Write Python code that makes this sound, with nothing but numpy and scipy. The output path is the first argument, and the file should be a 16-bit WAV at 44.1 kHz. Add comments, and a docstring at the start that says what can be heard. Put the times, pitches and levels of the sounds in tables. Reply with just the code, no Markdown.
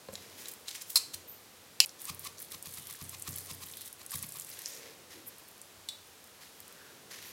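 """A knife scrapes and clacks on a metal garlic press close to the microphone in a small kitchen.
The press clicks at its hinge and knocks once on a steel mixing bowl, with a bright tail cut off abruptly.
A crackling spice jar is shaken in soft thumps; later a small jar clinks amid rubs and sprinkles.
Struck bodies are decaying sines under a noise crack; scrapes, crackles and powder are shaped noise.
Bumps and thumps wake bass resonances; short reflections and still air lie behind."""
import sys
import numpy as np
from scipy import signal
from scipy.fft import rfft, irfft
from scipy.io import wavfile

SR = 44100
rng = np.random.default_rng(int(sys.argv[2]) if len(sys.argv) > 2 else 0)


def waveform_to_disk(signal):
    """Save audio, clipped to [-1, 1], as 16-bit WAV at the path in sys.argv[1]."""
    frames = np.transpose(np.atleast_2d(signal))
    scaled = np.clip(frames, -1, 1) * 32767
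    samples = np.round(scaled).astype(np.int16)
    wavfile.write(sys.argv[1], SR, samples)


N = 322812
T = np.arange(N) / SR
AGE = T[:SR]   # seconds since a blow


def amp(db):
    """Decibels to gain."""
    return 10 ** (np.asarray(db) / 20)


def rms_one(x):
    """Scale to unit power."""
    return x / np.sqrt(np.mean(x ** 2) + 1e-20)


def fade(t60):
    """Exponential decay after a blow, falling 60 dB in t60 seconds."""
    return np.exp(-np.log(1000) * AGE / t60)


def swell(peak_s, length_s):
    """A smooth bell-shaped rise and fall around its peak."""
    return np.exp(-.5 * ((T - peak_s) / length_s) ** 2)


def envelope(start_s, length_s, attack_s, release_s):
    """Rise from the start, hold until the length has passed, then die away."""
    rise = np.clip((T - start_s) / attack_s, 0, 1)
    return rise * np.exp(-np.clip((T - start_s - length_s) / release_s, 0, 20))


def moves(rows, attack_s, release_s):
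    """Gain of a run of movements; where they overlap their powers add."""
    power = sum((amp(db) * envelope(start_s, length_s, attack_s, release_s)) ** 2
                for start_s, length_s, db in rows)
    return np.sqrt(power)


def add(out, start_s, sound):
    """Mix a sound in at its start."""
    at = max(round(start_s * SR), 0)
    out[at:at + len(sound)] += sound[:N - at]


def high_pass(x, cut_hz):
    """Remove the bass below a cut-off."""
    return signal.sosfilt(signal.butter(2, cut_hz, "high", fs=SR, output="sos"), x)


def colour(x, points):
    """Give a signal a spectrum drawn through points, with steep ends; rms 1."""
    hz, db = np.transpose(points)
    f = np.maximum(np.fft.rfftfreq(len(x), 1 / SR), 1)
    ends = np.minimum(f / hz[0], 1) ** 3 * np.minimum(hz[-1] / f, 1) ** 3
    curve = amp(np.interp(np.log(f), np.log(hz), db))
    return rms_one(irfft(rfft(x) * ends * curve, len(x)))


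def hiss(points):
    """Coloured noise; rms 1."""
    return colour(rng.standard_normal(N), points)


def band_noise(hz, width_hz, size=N, order=1):
    """Noise through one resonance; rms 1."""
    low = np.hypot(hz, width_hz / 2) - width_hz / 2
    edges = np.clip([low, low + width_hz], 20, [.44 * SR, .47 * SR])
    band = signal.butter(order, edges, "band", fs=SR, output="sos")
    return rms_one(signal.sosfilt(band, rng.standard_normal(size)))


def grit(spread_db, per_s):
    """The uneven grip of a sliding contact, as a wandering gain; rms 1."""
    wander = np.interp(T * per_s, np.arange(N), rng.standard_normal(N))
    return rms_one(amp(spread_db * wander))


def grains(per_s, size_db, grain_t60):
    """Power of random decaying grains, a few large and many small; mean 1."""
    sizes = amp(size_db * np.minimum(rng.exponential(1, N), 3)) * (rng.random(N) < per_s / SR)
    power = signal.lfilter([1], [1, -amp(-120 / (grain_t60 * SR))], sizes ** 2 + 1e-18)
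    return power / power.mean()


def ringing(modes):
    """Decaying sines of a body after one contact."""
    return sum((-1) ** k * amp(db) * np.sin(2 * np.pi * hz * AGE) * fade(t60)
               for k, (hz, db, t60) in enumerate(modes))


def strike(hits, modes, crack_db, crack_t60, crack_hz, travel_s=0):
    """Each contact rings the modes with strengths of its own, under a short gritty crack."""
    out = np.zeros(N)
    for hit_s, db in hits:
        for k, (hz, mode_db, t60) in enumerate(modes):
            lag_s = travel_s * np.sqrt(crack_hz / hz)   # in sheet metal low bending waves travel slower
            level_db = db + mode_db + rng.standard_normal()
            add(out, hit_s + lag_s, (-1) ** k * ringing([(hz, level_db, t60)]))
        crack = band_noise(crack_hz, crack_hz * 1.2, size=SR, order=2) * fade(crack_t60)
        add(out, hit_s + travel_s, amp(db + crack_db) * crack)
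    return out


# spectrum of the still air: pitch_hz, level_db
AIR_COLOUR = [(25, -14), (50, -14), (85, -4), (140, -7), (260, -7.5), (480, -6), (700, -8), (1150, -8.5),
              (2100, -11), (4000, -11), (12400, -15.5), (15800, -19)]


def still_air(level_db=-56):
    """The kitchen at rest, as steady coloured noise."""
    return amp(level_db) * hiss(AIR_COLOUR)


def kitchen(x, t60=.38, treble_t60=0.18, treble_hz=7000, build_s=0.0027):
    """Dense reflections whose treble dies first."""
    white = rng.standard_normal(SR)
    dull = signal.sosfilt(signal.butter(1, treble_hz, fs=SR, output="sos"), white)
    tail = dull * fade(t60) + (white - dull) * fade(treble_t60)
    tail = tail * (1 - np.exp(-AGE / build_s))
    return signal.fftconvolve(x, tail / np.linalg.norm(tail))[:N]


# the kitchen's bass resonances: pitch_hz, level_db, t60_s
ROOM_MODES = [(91.24, -11.5, 1), (123, -13, 0.58), (156.5, -17, 0.88), (200.5, -24, .3)]
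# soft bumps on the table: start_s, level_db, pitch_hz
BUMPS = [(0.091, -51, 100), (0.131, -44.5, 188), (1.149, -48, 100), (4.239, -45, 205), (5.1, -59, 90),
         (5.771, -55, 79)]


def bumps(bump_t60=0.08):
    """A low thud on the table wakes the lowest of the room's resonances."""
    out = np.zeros(N)
    for start_s, db, hz in BUMPS:
        add(out, start_s, amp(db) * (ringing([(hz, -3, bump_t60)]) + ringing(ROOM_MODES[:1])))
    return out


# sleeves and hands moving over the table: peak_s, level_db, length_s
SHUFFLES = [(.35, -60.5, 0.26), (1.167, -63, 0.15), (2.2, -64, 0.53), (3.555, -64, 0.29),
            (4.953, -62.5, 0.43), (7.15, -62.5, 0.49)]
# their spectrum: pitch_hz, level_db
SHUFFLE_COLOUR = [(110, -13), (220, -9.5), (480, -6), (700, -16.5), (1200, -22)]


def shuffles():
    """Cloth and skin on the table, as slow swells of low noise."""
    return sum(amp(db) * swell(peak_s, length_s) for peak_s, db, length_s in SHUFFLES) * hiss(SHUFFLE_COLOUR)


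# hands rubbing on the things they hold: start_s, length_s, level_db
RUBS = [(.13, 0.28, -56.5), (.37, 0.12, -52.5), (.65, 0.16, -57), (4.47, 0.17, -54), (4.65, 0.24, -54),
        (5.097, 0.037, -52), (5.29, 0.04, -59.5), (6.405, 0.022, -53.5), (6.55, .37, -63),
        (7.1, 0.064, -48.5), (7.21, 0.09, -51)]
# their spectrum: pitch_hz, level_db
RUB_COLOUR = [(410, -54), (700, -13), (1120, -2.5), (1210, -11), (1860, 1.5), (2240, -1), (6350, -2),
              (8240, -9), (12000, -5.5), (15800, -16)]


def rubs(attack_s=0.012, release_s=0.069):
    """Skin friction, as coloured noise with an uneven grip."""
    return moves(RUBS, attack_s, release_s) * hiss(RUB_COLOUR) * grit(2.5, 400)


# fingers sliding on the jars: peak_s, level_db, length_s, pitch_hz
SLIDES = [(0.134, -62, 0.03, 560), (2.866, -60.5, 0.087, 3250), (3.81, -56, 0.032, 3820),
          (4.668, -46, .01, 6000), (4.716, -53, 0.067, 6200), (4.818, -59, .09, 485),
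          (4.86, -64, 0.076, 1950), (5.2, -62.5, .07, 324), (5.28, -43, 0.0094, 12200),
          (6.84, -61.5, 0.11, 1550), (7.274, -53, 0.027, 13000)]


def slides(width=0.29):
    """Soft swells of friction, each in one resonance; width is a share of its pitch."""
    return sum(amp(db) * swell(peak_s, length_s) * band_noise(hz, width * hz, order=2)
               for peak_s, db, length_s, hz in SLIDES)


def sizzle(start_s=1.272, level_db=-45, attack_s=0.02, release_s=0.048):
    """A thin high hiss that flares and at once dies away."""
    flare = envelope(start_s, attack_s, attack_s, release_s)
    return amp(level_db) * flare * band_noise(13800, 1800, order=3)


# garlic and powder landing and ticking: start_s, length_s, level_db
SPRINKLES = [(.38, 0.16, -59.5), (5.3, 0.15, -57.5), (6.03, 0.19, -65.5), (6.45, 0.14, -60)]


def sprinkles(per_s=45, size_db=6.5, speck_t60=0.011, speck_hz=11000, width_hz=6500):
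    """Landing specks, as sparse, faint, bright ticks of uneven size."""
    gain = np.sqrt(grains(per_s, size_db, speck_t60))
    return moves(SPRINKLES, attack_s=0.025, release_s=0.15) * gain * band_noise(speck_hz, width_hz, order=2)


# dull knocks on the worktop: start_s, level_db
TOP_HITS = [(0.0864, -32.5), (0.1320, -42)]
# the worktop's modes: pitch_hz, level_db, t60_s
TOP_MODES = [(200, -10.5, 0.056), (440, -6, 0.031), (543, -1, 0.034), (1020, -11, 0.029), (4200, -9, .012)]


def worktop():
    """The worktop answers a knock with a few short, mostly low modes."""
    return strike(TOP_HITS, TOP_MODES, crack_db=-11, crack_t60=0.02, crack_hz=1300)


# clinks of a small jar: start_s, level_db
JAR_HITS = [(5.8873, -31.5), (5.8884, -32.5), (5.8922, -47)]
# the jar's modes: pitch_hz, level_db, t60_s
JAR_MODES = [(3490, -5, 0.071), (3850, -4, 0.034), (4205, -0.5, 0.02), (4760, -12, 0.042),
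             (6830, -22, .006)]


def jar_clinks():
    """A small jar rings high and briefly at each contact."""
    return strike(JAR_HITS, JAR_MODES, crack_db=-3.0, crack_t60=0.026, crack_hz=5760)


# the sharpest ticks of blade, garlic skin and foil: start_s, level_db (before gain_db), pitch_hz
TICKS = [(0.1385, -30, 9100), (0.4845, -25.5, 9700), (0.8203, -27, 11600), (0.905, -30, 12000),
         (0.9775, -14, 8640), (1.1455, -26, 11000), (1.86, -25, 10400), (1.893, -29.5, 6000),
         (2.018, -27, 11400), (2.054, -25.5, 9400), (2.147, -31, 12000), (2.194, -24.5, 12500),
         (2.626, -26, 9900), (3.094, -24.5, 9400), (3.2227, -22, 10100), (3.361, -21.5, 12000),
         (3.3897, -28, 10500), (3.737, -28.5, 3170), (3.928, -29, 10600), (4.063, -26.5, 9400),
         (4.227, -23, 10300), (4.322, -27, 9500), (4.398, -22, 9300), (4.447, -30, 9900),
         (4.659, -19.5, 5800), (5.6156, -30.5, 9300)]


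def ticks(snap_t60=0.0051, after_t60=0.041, after_db=-14, gain_db=-5, width=0.51):
    """A sharp snap, then a brief, fainter shiver in the same band."""
    out = np.zeros(N)
    decay = fade(snap_t60) + amp(after_db) * fade(after_t60)
    for start_s, db, hz in TICKS:
        add(out, start_s, amp(db + gain_db) * band_noise(hz, width * hz, size=SR, order=2) * decay)
    return out


# crackles of the spice jar's foil seal or plastic: start_s, length_s, level_db
CRACKLES = [(1.985, 0.11, -48), (2.19, 0.074, -49), (2.37, 0.059, -46), (2.495, 0.037, -46.5),
            (2.64, 0.32, -49), (3.0, 0.22, -51), (3.26, 0.16, -45.5), (3.45, 0.11, -50.5),
            (3.6, 0.27, -48.5), (3.98, 0.034, -52.5), (4.09, 0.096, -42.5), (4.2, 0.58, -49)]
# their spectrum: pitch_hz, level_db
CRACKLE_COLOUR = [(880, -20), (1500, -8), (2020, -7.5), (2740, -18), (3200, -8.5), (7260, -6.5), (9670, -2),
                  (13900, -2.5), (15800, -7)]


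def crackle(per_s=110, size_db=6.5, grain_t60=0.019, bed=0.29, shared=0.55):
    """Countless tiny creases; some are broad, others sound in one band only."""
    broad, creases = grains(per_s, size_db, grain_t60), 0
    for hz in np.geomspace(2000, 14000, num=7):
        power = shared ** 2 * broad + grains(per_s, size_db, grain_t60) / 2 + bed ** 2
        creases = creases + np.sqrt(hz * power) * band_noise(hz, hz / 2, order=2)
    return moves(CRACKLES, attack_s=0.012, release_s=0.031) * colour(creases, CRACKLE_COLOUR)


# shakes of the spice jar: stop_s, powder_level_db, thump_level_db
SHAKES = [(2.101, -35.5, -42), (2.273, -38, -54), (2.548, -42, -51), (2.672, -44, -46),
          (2.785, -44.5, -47.5), (2.909, -48.5, -53), (3.019, -46, -39.5), (3.149, -42.5, -52),
          (3.284, -40, -36), (3.512, -40, -42.5), (3.637, -42.5, -47), (4.018, -49, -63),
          (4.147, -38.5, -38), (4.243, -43.5, -48), (4.371, -45.5, -53)]
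# spectrum of the sliding powder: pitch_hz, level_db
POWDER_COLOUR = [(410, -50), (700, -20), (1120, -2.5), (1570, -22), (1910, -8), (2580, -5), (3060, -9),
                 (4070, -5), (10600, -11), (15800, -18)]


def powder(slide_s=0.016, halt_s=0.0024, note_db=-10.5, note_lead_s=0.01, note_s=0.007):
    """The powder gathers speed and stops short, sounding the jar's hollow on its way."""
    slide, note = np.zeros(N), np.zeros(N)
    for stop_s, db, _ in SHAKES:
        slide += amp(db) * np.exp(np.minimum((T - stop_s) / slide_s, (stop_s - T) / halt_s))
        note += amp(db + note_db) * swell(stop_s - note_lead_s, note_s)
    return slide * hiss(POWDER_COLOUR) + note * band_noise(1120, 150, order=2)


def jar_thumps(puff_hz=165, puff_t60=0.032, puff_db=2, boom_db=-17, boom_t60=0.42):
    """A stopped jar pushes a puff of air that wakes the room's bass resonances."""
    out = np.zeros(N)
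    for stop_s, _, db in SHAKES:
        boom = amp(boom_db) * band_noise(197, 160, size=SR, order=2) * fade(boom_t60)
        puff = ringing([(puff_hz, puff_db, puff_t60)])
        add(out, stop_s, amp(db) * (puff + ringing(ROOM_MODES) + boom))
    return out


# the press knocking on the bowl: start_s, level_db
BOWL_HITS = [(1.8021, -1.5)]
# modes of the loaded bowl: pitch_hz, level_db, t60_s
BOWL_MODES = [(1090, -23.5, 0.0038), (1830, -22.5, 0.0077), (2676, -13, 0.021), (3380, -13, 0.011),
              (4230, -8, 0.013), (4870, -5.5, 0.014), (5600, -8.5, 0.012), (7680, -9, 0.013),
              (9800, -9, 0.0097), (12000, -20, 0.0062)]


def bowl_knock():
    """The loaded bowl rings only briefly, its bending waves arriving treble first."""
    knock = strike(BOWL_HITS, BOWL_MODES, crack_db=-12.0, crack_t60=0.015, crack_hz=7000, travel_s=.0005)
    return high_pass(knock, 700)   # the knock carries no bass below 700 Hz


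# spectrum of the knock's noisy tail: pitch_hz, level_db
TAIL_COLOUR = [(900, -17), (1500, -24), (2200, -8.5), (2600, 1.5), (3000, 2), (3600, -10), (4100, -1.5),
               (4800, 1), (6200, -8), (7200, -3), (8700, -18), (10000, -8.5), (15800, -20)]


def clank_tail(start_db=-21.5, settled_db=-34, sag_db_per_s=520, length_s=.047, attack_s=0.0016, stop_s=.0007):
    """The bowl knock's bright, noisy tail sags to a level and is cut off abruptly."""
    knock_s = BOWL_HITS[0][0]
    db = np.maximum(start_db - sag_db_per_s * np.maximum(T - knock_s, 0), settled_db)
    return amp(db) * envelope(knock_s, length_s, attack_s, stop_s) * hiss(TAIL_COLOUR)


# clicks of the press's hinge: start_s, level_db
HINGE_HITS = [(0.1545, -32.5), (0.4570, -36.5), (0.6828, -31.5)]
# the hinge's modes: pitch_hz, level_db, t60_s
HINGE_MODES = [(3930, 5.5, 0.0082), (5200, -6, 0.0091), (6780, -8, .018)]


def hinge_clicks():
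    """The hinge clicks in three short, high modes."""
    return strike(HINGE_HITS, HINGE_MODES, crack_db=-4.5, crack_t60=0.023, crack_hz=5400)


# knife strokes across the press: peak_s, level_db, length_s, pitch_hz
SCRAPES = [(0.132, -48.5, 0.0045, 8000), (0.41, -49, 0.026, 10000), (0.489, -44, 0.0053, 10000),
           (0.52, -46, 0.0049, 11000), (0.688, -40, 0.0075, 4700), (0.712, -40, .003, 5000),
           (0.757, -40, 0.0062, 5270), (0.77, -54, 0.038, 6040), (0.818, -41.5, 0.0063, 4900),
           (0.903, -42, 0.0066, 9000), (0.926, -45.5, 0.032, 11000), (0.967, -26, 0.0047, 6200),
           (1.142, -37, 0.0049, 6400)]


def scrapes(grit_db=6.5, width=1.13):
    """The blade catches and slides: short swells of gritty friction."""
    strokes = sum(amp(db) * swell(peak_s, length_s) * band_noise(hz, width * hz)
                  for peak_s, db, length_s, hz in SCRAPES)
    return high_pass(strokes * grit(grit_db, 2500), 1200)


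# knife clacking on the press: start_s, level_db
PRESS_HITS = [(0.9568, -13.5), (0.9583, -12), (0.9632, -24), (0.9692, -18.5), (0.9724, -17), (0.9772, -38),
              (1.1410, -37)]
# the press's modes: pitch_hz, level_db, t60_s
PRESS_MODES = [(1047, -20.5, 0.032), (2540, -24.5, 0.023), (3660, -13.5, 0.044), (4077, -7.5, 0.031),
               (4220, -3.5, 0.033), (4510, -7.5, 0.022), (4750, -14, .03), (5110, -4, .014),
               (5540, -11, .02), (6300, -29, 0.019), (7560, -13, 0.025), (8100, -8.5, 0.013),
               (8800, -17, 0.013), (9400, -9.5, 0.013), (9960, -16, 0.018), (11110, -6.5, 0.028),
               (11800, -12, .012), (13300, -14, 0.016)]


def press_clacks():
    """The metal press answers the knife with many short, bright modes."""
    return strike(PRESS_HITS, PRESS_MODES, crack_db=-10.5, crack_t60=0.02, crack_hz=8100)


def scene():
    """Utensils, jars and hands close to the microphone, in the kitchen's air."""
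    press = press_clacks()
    bowl = bowl_knock()
    jar = jar_clinks()
    hinge = hinge_clicks()
    top = worktop()
    tail = clank_tail()
    blade = scrapes()
    # the spice jar and other small, close sounds
    small = ticks() + crackle() + powder() + sprinkles() + hinge
    soft = rubs() + slides() + sizzle() + shuffles()
    to_room = amp(-13) * press + amp(-7.0) * blade + amp(-35) * bowl
    to_room = to_room + amp(-7) * jar + amp(-7) * top + amp(-11.0) * small
    background = kitchen(to_room) + still_air()
    low = jar_thumps() + bumps()
    return (press + bowl + tail + jar + top + blade + small + soft + low + background)[None]


def record(dry, low_cut_hz=55, top_cut_hz=15900):
    """The microphone sheds deep bass, loud peaks are rounded and the top is cut."""
    thinned = high_pass(dry, low_cut_hz)
    rounded = 1.4 * np.tanh(thinned / 1.4)
    return signal.sosfilt(signal.ellip(10, .1, 70, top_cut_hz, fs=SR, output="sos"), rounded)


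dry = scene()
out = record(dry)
waveform_to_disk(out)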